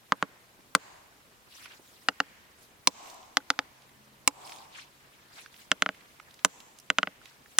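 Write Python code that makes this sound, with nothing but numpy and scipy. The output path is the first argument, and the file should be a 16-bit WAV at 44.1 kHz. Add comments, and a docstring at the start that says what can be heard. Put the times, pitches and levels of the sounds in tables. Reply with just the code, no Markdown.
"""Two light taps of a hammer on a steel wedge come first, then a hard, clanking blow, outdoors and close by.
The hammer works along four wedges set in a stone block; bouncing taps lead to each hard blow, twice on the last.
Struck steel and stone are damped resonances; rocks, thicket and far trees answer with scattered noise.
Banded noise swells make rustling sleeves, trickling sand and treble echo after two hard blows; short bursts
make grit ticks, and sines a distant motor and two far whistles. The input stage overloads on the hard blows."""
import sys
import numpy as np
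from scipy import signal
from scipy.fft import rfft, irfft, next_fast_len
from scipy.io import wavfile
from scipy.ndimage import uniform_filter1d

SR = 44100
rng = np.random.default_rng(int(sys.argv[2]) if len(sys.argv) > 2 else 0)


def wav_record(signal):
    """Record a signal, one row per channel, as 16-bit PCM in the file named by sys.argv[1]."""
    frames = np.transpose(np.atleast_2d(signal))
    bounded = np.clip(frames, -1, 1)
    # unit amplitude maps onto the largest positive 16-bit level
    quanta = np.round(bounded * 32767).astype(np.int16)
    wavfile.write(sys.argv[1], SR, quanta)


N = 334719
PORTS = np.array([[1], [-1]])  # sign of a left-right difference at the left and right port


def amp(db):
    """Level to amplitude: 20 dB is a factor of ten."""
    return 10 ** (np.asarray(db) / 20)


def unit(x):
    """Normalization of x to rms 1."""
    return x / np.sqrt(np.mean(x ** 2) + 1e-20)


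def peak(x):
    """Normalization of x to peak 1."""
    return x / np.abs(x).max()


def along(points, hz):
    """Interpolation of (frequency [Hz], value) points on a logarithmic frequency axis."""
    f, v = np.transpose(points)
    return np.interp(np.log(hz + 1), np.log(f + 1), v)


def curves(rows):
    """Linear interpolation in time: one value per sample for each column after the time."""
    s, *cols = np.transpose(rows)
    return [np.interp(np.arange(N) / SR, s, c) for c in cols]


def filtered(x, response):
    """Linear filtering: the spectrum of x times a complex response of frequency."""
    size = next_fast_len(x.shape[-1] + 8192)  # padding leaves room for the ringing
    spectrum = rfft(x, size) * response(np.fft.rfftfreq(size, 1 / SR))
    return irfft(spectrum, size)[..., :x.shape[-1]]


def modes(table):
    """Modal superposition: damped resonances (frequency [Hz], width [Hz], level [dB]) in alternating sign."""
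    def response(f):
        total = 0
        for k, (centre, width, db) in enumerate(table):
            resonance = 1j * f * width / (centre ** 2 - f ** 2 + 1j * f * width)
            total = total + (-1) ** k * amp(db) * resonance
        return total
    return response


def add(track, s, sound):
    """Superposition: mixes a stereo sound in at time s [s]."""
    start = min(round(s * SR), N)
    track[:, start:start + sound.shape[1]] += sound[:, :N - start]


# likeness of the two ports in diffuse noise: (frequency [Hz], left-right correlation)
COHERENCE = [(60, 0.64), (130, 0.2), (290, 0.99), (640, 0.41), (1410, -0.34), (3100, 0.21), (6820, 0.033),
             (15000, 0.74)]


def rush(spectrum, patchy_db):
    """Partial coherence: mid and side noise, patchy in time and pitch, share power to give the likeness."""
    z = signal.stft(rng.standard_normal((2, N)), nperseg=256)[2]
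    field = uniform_filter1d(rng.standard_normal(z.shape[1:]), size=8, axis=0)
    field = uniform_filter1d(field, size=6, axis=1)
    pair = signal.istft(z * amp(patchy_db * unit(field)), nperseg=256)[1][:, :N]

    def mid_side(hz):
        turn = np.arccos(np.clip(along(COHERENCE, hz), -1, 1)) / 2
        return amp(along(spectrum, hz)) * [np.cos(turn), np.sin(turn)]

    mid, side = filtered(pair, mid_side)
    return unit(np.array([mid + side, mid - side]))


# colour of the open-air floor: (frequency [Hz], relative level per hertz [dB])
AIR_COLOUR = [(13, -48.5), (22, -19), (81, -9), (162, -11), (219, -9), (252, -11), (415, -12), (852, -13),
              (978, -12), (1800, -14.5), (3220, -18), (15200, -27.5), (16500, -39.5)]


def open_air():
    """Diffuse field: a steady, slightly patchy floor of coloured noise."""
    return amp(-59.5) * rush(AIR_COLOUR, patchy_db=1.46)


# far engine: (time [s], frequency [Hz], peak level [dB])
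MOTOR_NOTE = [(0, 120, -73), (3.4, 122, -84), (3.8, 130, -70), (4.15, 133, -66.5), (4.5, 136, -71.5),
              (5.3, 137, -72.5), (5.7, 136, -75), (7.59, 138, -74)]
UPPER_S, UPPER_HALF_S, UPPER_DB = 4.08, .16, -66  # brief upper note: centre, time to fall to 1/e, peak


def motor():
    """Phase accumulation: a far engine note of drifting pitch; a second note above it passes briefly."""
    hz, db = curves(MOTOR_NOTE)
    phase = 2 * np.pi * np.cumsum(hz) / SR
    passing = np.exp(-((np.arange(N) / SR - UPPER_S) / UPPER_HALF_S) ** 2)
    return amp(db) * np.sin(phase) + amp(UPPER_DB) * passing * np.sin(phase * 8 / 5)


# far whistles: (time [s], length [s], start frequency [Hz], end frequency [Hz], peak level [dB])
GLIDES = [(3.941, .07, 1805, 1740, -69), (5.16, .17, 1716, 1790, -69)]


def whistles():
    """Linear frequency glide: thin pure tones, perhaps a far bird."""
    out = np.zeros((2, N))
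    for s, length, start_hz, end_hz, db in GLIDES:
        hz = np.linspace(start_hz, end_hz, round(length * SR))
        tone = np.sin(2 * np.pi * np.cumsum(hz) / SR)
        add(out, s, amp(db) * np.sqrt(np.hanning(len(hz))) * tone[None])
    return out


# rubbing cloth, trickling sand, and treble echo swelling after two hard blows:
# (peak time [s], time to fall to 1/e [s], level before the swell [dB], centre [Hz], spread [octaves])
NOISE_SWELLS = [(1.573, .061, -52.5, 4000, 1.37), (1.641, 0.026, -49, 3000, 1.1),
                (1.715, 0.041, -53.5, 2200, 0.97), (1.928, 0.28, -61.5, 7000, 1.7),
                (2.628, .05, -60.5, 7040, 1), (3.091, 0.054, -56, 6080, 1.4),
                (4.501, .081, -50.5, 5000, 1.1), (4.627, 0.048, -60, 4500, 1),
                (4.786, .053, -46.5, 3470, .9), (5.192, 0.33, -63.5, 2200, 1.1),
                (5.393, .055, -50, 3560, 1.23), (5.59, 0.065, -57.5, 6000, 1.8),
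                (6.212, 0.52, -63.5, 2470, 1.7), (7.283, .06, -56.5, 3400, 1.03),
                (7.531, .076, -62, 6000, 1.4)]


def swishes():
    """Band-limited noise: each swell is patchy noise in one broad band under a bell-shaped envelope."""
    out = np.zeros((2, N))
    noise = rush([(100, 0), (16000, 0.0066)], patchy_db=4.0)
    for s, half, db, hz, octaves in NOISE_SWELLS:
        start = max(s - 3 * half, 0)
        piece = noise[:, round(start * SR):][:, :round(6 * half * SR)]
        t = start + np.arange(piece.shape[1]) / SR
        band = lambda f: np.exp(-(np.log2((f + 1) / hz) / octaves) ** 2 / 2) / np.sqrt(f + 1)
        bell = np.exp(-((t - s) / half) ** 2)
        add(out, start, amp(db) * unit(filtered(piece, band)) * bell)
    return out


STRAY_DB, STRAY_HZ, STRAY_OCTAVES = -58, 2600, 1  # faint grains: mean level, median pitch, pitch spread


def strays(count):
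    """Random arrivals: grains at uniform moments with normal spreads of level and log pitch."""
    when = rng.uniform(0, N / SR, count)
    size, pitch = rng.standard_normal((count, 2)).T
    return np.transpose([when, STRAY_DB + 3 * size, STRAY_HZ * 2 ** (STRAY_OCTAVES * pitch)])


# clearest grit and small knocks: (time [s], level [dB], frequency [Hz])
GRIT_TICKS = [(1.6568, -33.5, 1640), (1.7195, -44, 2630), (1.794, -46.5, 300), (3.058, -44, 2450),
              (3.0992, -38, 4930), (3.143, -45, 7500), (3.2287, -48, 2870), (3.8202, -50, 3500),
              (3.8924, -50, 2230), (4.4732, -41, 3730), (4.494, -38, 2700), (4.5206, -35, 2460),
              (4.5604, -41, 3770), (4.585, -40.5, 3630), (5.46, -35, 1900), (5.541, -42, 2600),
              (5.5624, -46, 3300), (5.9454, -47, 2300), (6.0082, -47, 2370), (6.1984, -36, 1370),
              (6.3084, -46.5, 3500), (6.341, -45, 5000), (6.3909, -43.5, 2600), (6.6024, -36.5, 3730),
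              (6.7865, -38.5, 5800), (6.799, -42, 6900), (7.215, -46.5, 1450), (7.256, -39.5, 2920),
              (7.4589, -44.5, 1520)]
TICK_WIDTH, TICK_PAN_DB = 1, -6  # resonance width as a share of the pitch; left minus right


def grit():
    """Impulsive excitation: a burst of tiny impacts on the stone rings one broad resonance, applied twice."""
    out, t = np.zeros((2, N)), np.arange(SR // 40) / SR
    for s, db, hz in [*GRIT_TICKS, *strays(count=30)]:
        crumbs = rng.standard_normal(len(t)) * amp(-60 * t / 0.017) * (1 - np.exp(-t / 0.00078))
        tick = peak(filtered(crumbs, lambda f: modes([(hz, TICK_WIDTH * hz, 0)])(f) ** 2))
        add(out, s, amp(db + PORTS * TICK_PAN_DB / 2) * tick)
    return out


def swell(peak_s, steep):
    """Diffuse scattering: noise that rises and fades, as from many scatterers at many distances."""
    u = np.arange(SR) / SR / peak_s * steep
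    scatter = u ** steep * np.exp(-u) * rng.standard_normal((2, SR))
    return scatter / np.linalg.norm(scatter[0])


# colour of the far trees' echo: (frequency [Hz], level [dB])
TREE_COLOUR = [(150, -16.5), (300, -9), (500, -7.5), (750, 2), (1050, 3), (1500, -15.5), (3000, -18.5),
               (8000, -39)]


def trees(peak_s):
    """Distant diffuse echo: a low swell of coloured noise for trunks tens of metres off."""
    return filtered(swell(peak_s, steep=2.5), lambda hz: amp(along(TREE_COLOUR, hz)))


# colour that the branches give their echo: (frequency [Hz], level [dB])
THICKET_COLOUR = [(150, -10), (500, -4.5), (1000, -1.5), (2200, 8), (5000, 1), (7500, 6.5), (10000, -7.5),
                  (15000, -17.5)]


def thicket(sound, peak_s):
    """Multiple scattering: branches hear the blow from all sides and return only its broad colour."""
    broad = np.sqrt(np.abs(uniform_filter1d(np.abs(rfft(sound)) ** 2, size=300)))
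    grid = np.fft.rfftfreq(len(sound), 1 / SR)
    colour = lambda hz: np.interp(hz, grid, broad) * amp(along(THICKET_COLOUR, hz))
    return filtered(swell(peak_s, steep=1.5), colour)


# scatter off rocks and the worker: (frequency [Hz], time to fall 60 dB [s])
NEARBY_DECAY = [(200, 0.086), (700, 0.066), (2000, 0.027), (6000, 0.032), (12000, .02)]


def nearby(sound):
    """Frequency-dependent decay: the sound convolved with a short noise tail."""
    hz, t, z = signal.stft(rng.standard_normal((2, SR // 10)), SR, nperseg=128)
    decay = amp(-60 * t / along(NEARBY_DECAY, hz)[:, None])
    tail = signal.istft(z * decay, SR, nperseg=128)[1]
    delayed = np.pad(sound, (90, 0))[None]  # 2 ms
    return signal.fftconvolve(delayed, tail / np.linalg.norm(tail[0]), axes=1)


# each wedge rocking in its slot: (frequency [Hz], width [Hz], level [dB])
WEDGE_MODES = [
    [(922, 590, -17.5), (1230, 500, 20), (1635, 350, 4.5), (2450, 710, -2), (3730, 130, -21.5),
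     (4100, 1200, -17)],
    [(760, 90, -7.5), (1060, 72, -1.5), (1370, 220, -2), (1900, 150, -3.5), (2180, 310, -15),
     (2870, 120, -1.5), (3800, 350, -14), (4730, 910, -9.5)],
    [(743, 82, -6.5), (1380, 320, -2.5), (1988, 150, 0.5), (2480, 240, -9), (2740, 680, -21.5),
     (3380, 600, -1), (3870, 1500, -3.5), (5070, 1200, -4.5)],
    [(1074, 320, -6.5), (1321, 220, 1.5), (1470, 86, 5), (2080, 320, 3), (2800, 1600, -5.5),
     (4000, 490, -5.5), (4970, 230, -9.5)],
]
# steel of each wedge, clanking: (frequency [Hz], width [Hz], level [dB])
CLANK_MODES = [
    [(2103, 170, 6), (3380, 950, -1), (5850, 200, -6.5), (6530, 660, -4.5), (8690, 85, 7),
     (12000, 530, -53.5), (13300, 330, -21), (14800, 740, -29)],
    [(1030, 57, -11.5), (2280, 300, -2.5), (2970, 250, -9), (3400, 620, -4), (4500, 350, -15.5),
     (5000, 84, -10.5), (5425, 380, -1), (6640, 310, -4), (6700, 890, 1), (7900, 190, -12),
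     (8300, 1400, -9), (11400, 800, -20.5), (12600, 600, -25.5), (14500, 700, -25)],
    [(1053, 170, -8.5), (2110, 470, -6), (2740, 1200, -7), (3940, 570, -15.5), (3940, 200, -12),
     (5250, 360, -10), (7070, 950, -4), (7360, 660, -10), (7720, 190, -14.5), (8400, 740, -6),
     (11500, 1100, -12), (13000, 900, -27), (14740, 800, -23.5)],
    [(1080, 400, -6.5), (2040, 260, -11), (3240, 1400, -8.5), (4040, 400, -3.5), (5380, 220, -6),
     (6980, 370, 5), (8450, 110, 0.5), (9500, 1040, -5), (10700, 350, -20), (13500, 340, -28),
     (14800, 400, -17)],
]
# the stone: (frequency [Hz], width [Hz], level as driven from each of the four wedges [dB] x 4)
BLOCK_MODES = [(100, 150, -16.5, -24.5, -18, -18.5), (191, 36, 5.5, -11.5, -21, -3),
               (281, 36, 5, -3, 1, -2), (440, 30, -1.5, -11, -12.5, -5.5), (513, 38, 2.5, -6.5, -3.5, -5),
               (615, 55, 2, -7.5, -6.5, 5), (776, 94, -7.5, -5, -3.5, 1), (850, 27, -13, -10, -0.5, -15)]
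# for each wedge: (time until reseating halves its rocking [s])
ROCKING_HOLD = [0.0052, 0.0046, 0.0044, 0.0047]
# for each wedge: (time until choking halves its clank [s])
STEEL_HOLD = [0.0011, 0.0034, 0.0036, 0.001]
# springing of each driven wedge in the stone: (level relative to the clank [dB])
BITE_LEVEL = [-26, -18.5, -18, -35]
# for each wedge: (head ring relative to the clank [dB], rock-face echo [dB], left-right of duller parts [dB])
SEATING = [(-60, -42.5, 0), (-59, -35.5, 1.5), (-54.5, -28, 0.5), (-57.5, -46.5, -1.5)]
# for each wedge: (chatter time to fall 60 dB [s], left-right of the clank [dB],
# low echo under a 0 dB clank [dB], thicket echo [dB], far-tree echo peak time [s], block-top reflection [dB])
WEDGE_ANSWERS = [(0.048, 4.5, -4.5, -35, 0.14, -22.5), (.02, -4.5, -2.5, -33, .19, -14.5),
                 (0.032, -7, 4.5, -37.5, 0.2, -16.5), (0.024, -5, -16, -39, .15, -8)]
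HEAD_HZ = 12720  # free ring of the hammer head
BITE_HZ, BITE_WIDTH_HZ = 1025, 220
THUD_DB, THUD_FOLLOWS = -21, 0.18  # block thud under a 0 dB clank; dB gained per dB of clank


def blow(wedge, rock_db, clank_db, corner_hz):
    """Impact excitation: a push and chatter ring wedge, block and head; a softer contact is duller."""
    t = np.arange(SR // 4) / SR
    impulse = (t == 0).astype(float)
    ring_db, _, dull_pan_db = SEATING[wedge]
    chatter_t60, pan_db = WEDGE_ANSWERS[wedge][:2]
    chatter = amp(-60 * t / max(chatter_t60, .002)) * rng.standard_normal((2, len(t)))
    push, crack = impulse + chatter * amp([[-27], [-16]])

    soft = lambda f: 1 / (1 + 1j * f / corner_hz) ** 2
    choke = lambda hold: 1 / (1 + (t / hold) ** 3)
    rocking = peak(filtered(push, lambda f: soft(f) * modes(WEDGE_MODES[wedge])(f)))
    clank = peak(filtered(crack, lambda f: soft(f) * modes(CLANK_MODES[wedge])(f)))
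    thud = peak(filtered(impulse, modes(np.array(BLOCK_MODES)[:, [0, 1, 2 + wedge]])))
    ring = amp(ring_db - 60 * t / 0.11) * np.sin(2 * np.pi * HEAD_HZ * t)
    # the driven wedge springs in the stone, and no seating chokes this part
    bite = peak(filtered(impulse, lambda f: modes([(BITE_HZ, BITE_WIDTH_HZ, 0)])(f) ** 2))

    dull = amp(clank_db + BITE_LEVEL[wedge]) * bite
    dull = dull + amp(rock_db) * choke(ROCKING_HOLD[wedge]) * rocking
    dull = dull + amp(THUD_DB + THUD_FOLLOWS * clank_db) * thud
    bright = choke(STEEL_HOLD[wedge]) * clank + ring
    return amp(PORTS * dull_pan_db / 2) * dull + amp(clank_db + PORTS * pan_db / 2) * bright


# contacts: (time [s], rocking level [dB], clank level [dB], contact corner frequency [Hz])
CONTACTS = [(.1216, -3.5, -8.5, 2650), (.226, -9.5, -14, 1950), (0.7506, 3.5, 1, 9500),
            (2.0861, -6, -15.5, 5000), (2.2025, -7, -17.5, 4000), (2.8731, -30, 5.5, 12000),
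            (3.3701, -1.5, -12, 8000), (3.503, -2, -14.5, 5800), (3.5904, -9, -23, 4500),
            (4.2761, -7.5, 0, 12000), (5.716, -3.5, -8, 6200), (5.8221, -3.5, -11, 5000),
            (5.8612, -14.5, -31, 3000), (5.8899, -17, -33.5, 2950), (6.4483, -7, 6.5, 12000),
            (6.9016, -3.5, -13, 4000), (6.985, -5.5, -12, 4000), (7.03, -9.5, -27, 3150),
            (7.0726, -19.5, -53, 2500), (7.5863, -4, 10, 12000)]
# moves of the hammer to the next wedge: (time [s])
WEDGE_MOVES = [1.5, 3.1, 5]
# for each wedge: (lateness of the left port [samples])
PORT_LAG = [.5, 2, 2, 1.5]
TOP_DELAY_S = 0.000653  # extra path by way of the block's top
BOOM_FOLLOWS = 1.2  # dB gained by the low echo per dB of clank
THICKET_SOONER = .75  # thicket peak time as a share of the far trees'


def hammer():
    """Direct sound and reflections: each contact reaches the right port first, with near and far answers."""
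    out = np.zeros((2, N))
    for s, rock_db, clank_db, corner_hz in CONTACTS:
        wedge = np.searchsorted(WEDGE_MOVES, s)
        boom_db, thicket_db, echo_s, top_db = WEDGE_ANSWERS[wedge][2:]
        late = lambda f: np.exp(-2j * np.pi * f * (3 + PORTS * PORT_LAG[wedge] / 2) / SR)
        off_top = lambda f: 1 + amp(top_db) * np.exp(-2j * np.pi * f * TOP_DELAY_S)
        sound = filtered(blow(wedge, rock_db, clank_db, corner_hz), off_top)
        mono = sound.mean(axis=0)
        add(out, s, filtered(sound, late))
        add(out, s, amp(-18.5) * nearby(mono))
        # a rock face five metres off
        rock_face = filtered(sound, modes([(1480, 150, 0.0074)]))
        add(out, s + 0.033, amp(SEATING[wedge][1]) * rock_face)
        add(out, s, amp(thicket_db) * thicket(mono, THICKET_SOONER * echo_s))
        add(out, s, amp(boom_db + BOOM_FOLLOWS * clank_db) * trees(echo_s))
    return out


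def scene():
    """Superposition of all sources over the open-air floor."""
    return hammer() + grit() + swishes() + motor() + whistles() + open_air()


def record(dry):
    """Saturation and band limiting: the input stage flattens the hardest peaks, then cuts the top."""
    ceiling, knee, top_hz = .6, 3.7, 16500
    flat = dry / (1 + np.abs(dry / ceiling) ** knee) ** (1 / knee)
    return filtered(flat, lambda hz: hz < top_hz)


dry = scene()
out = record(dry)
wav_record(out)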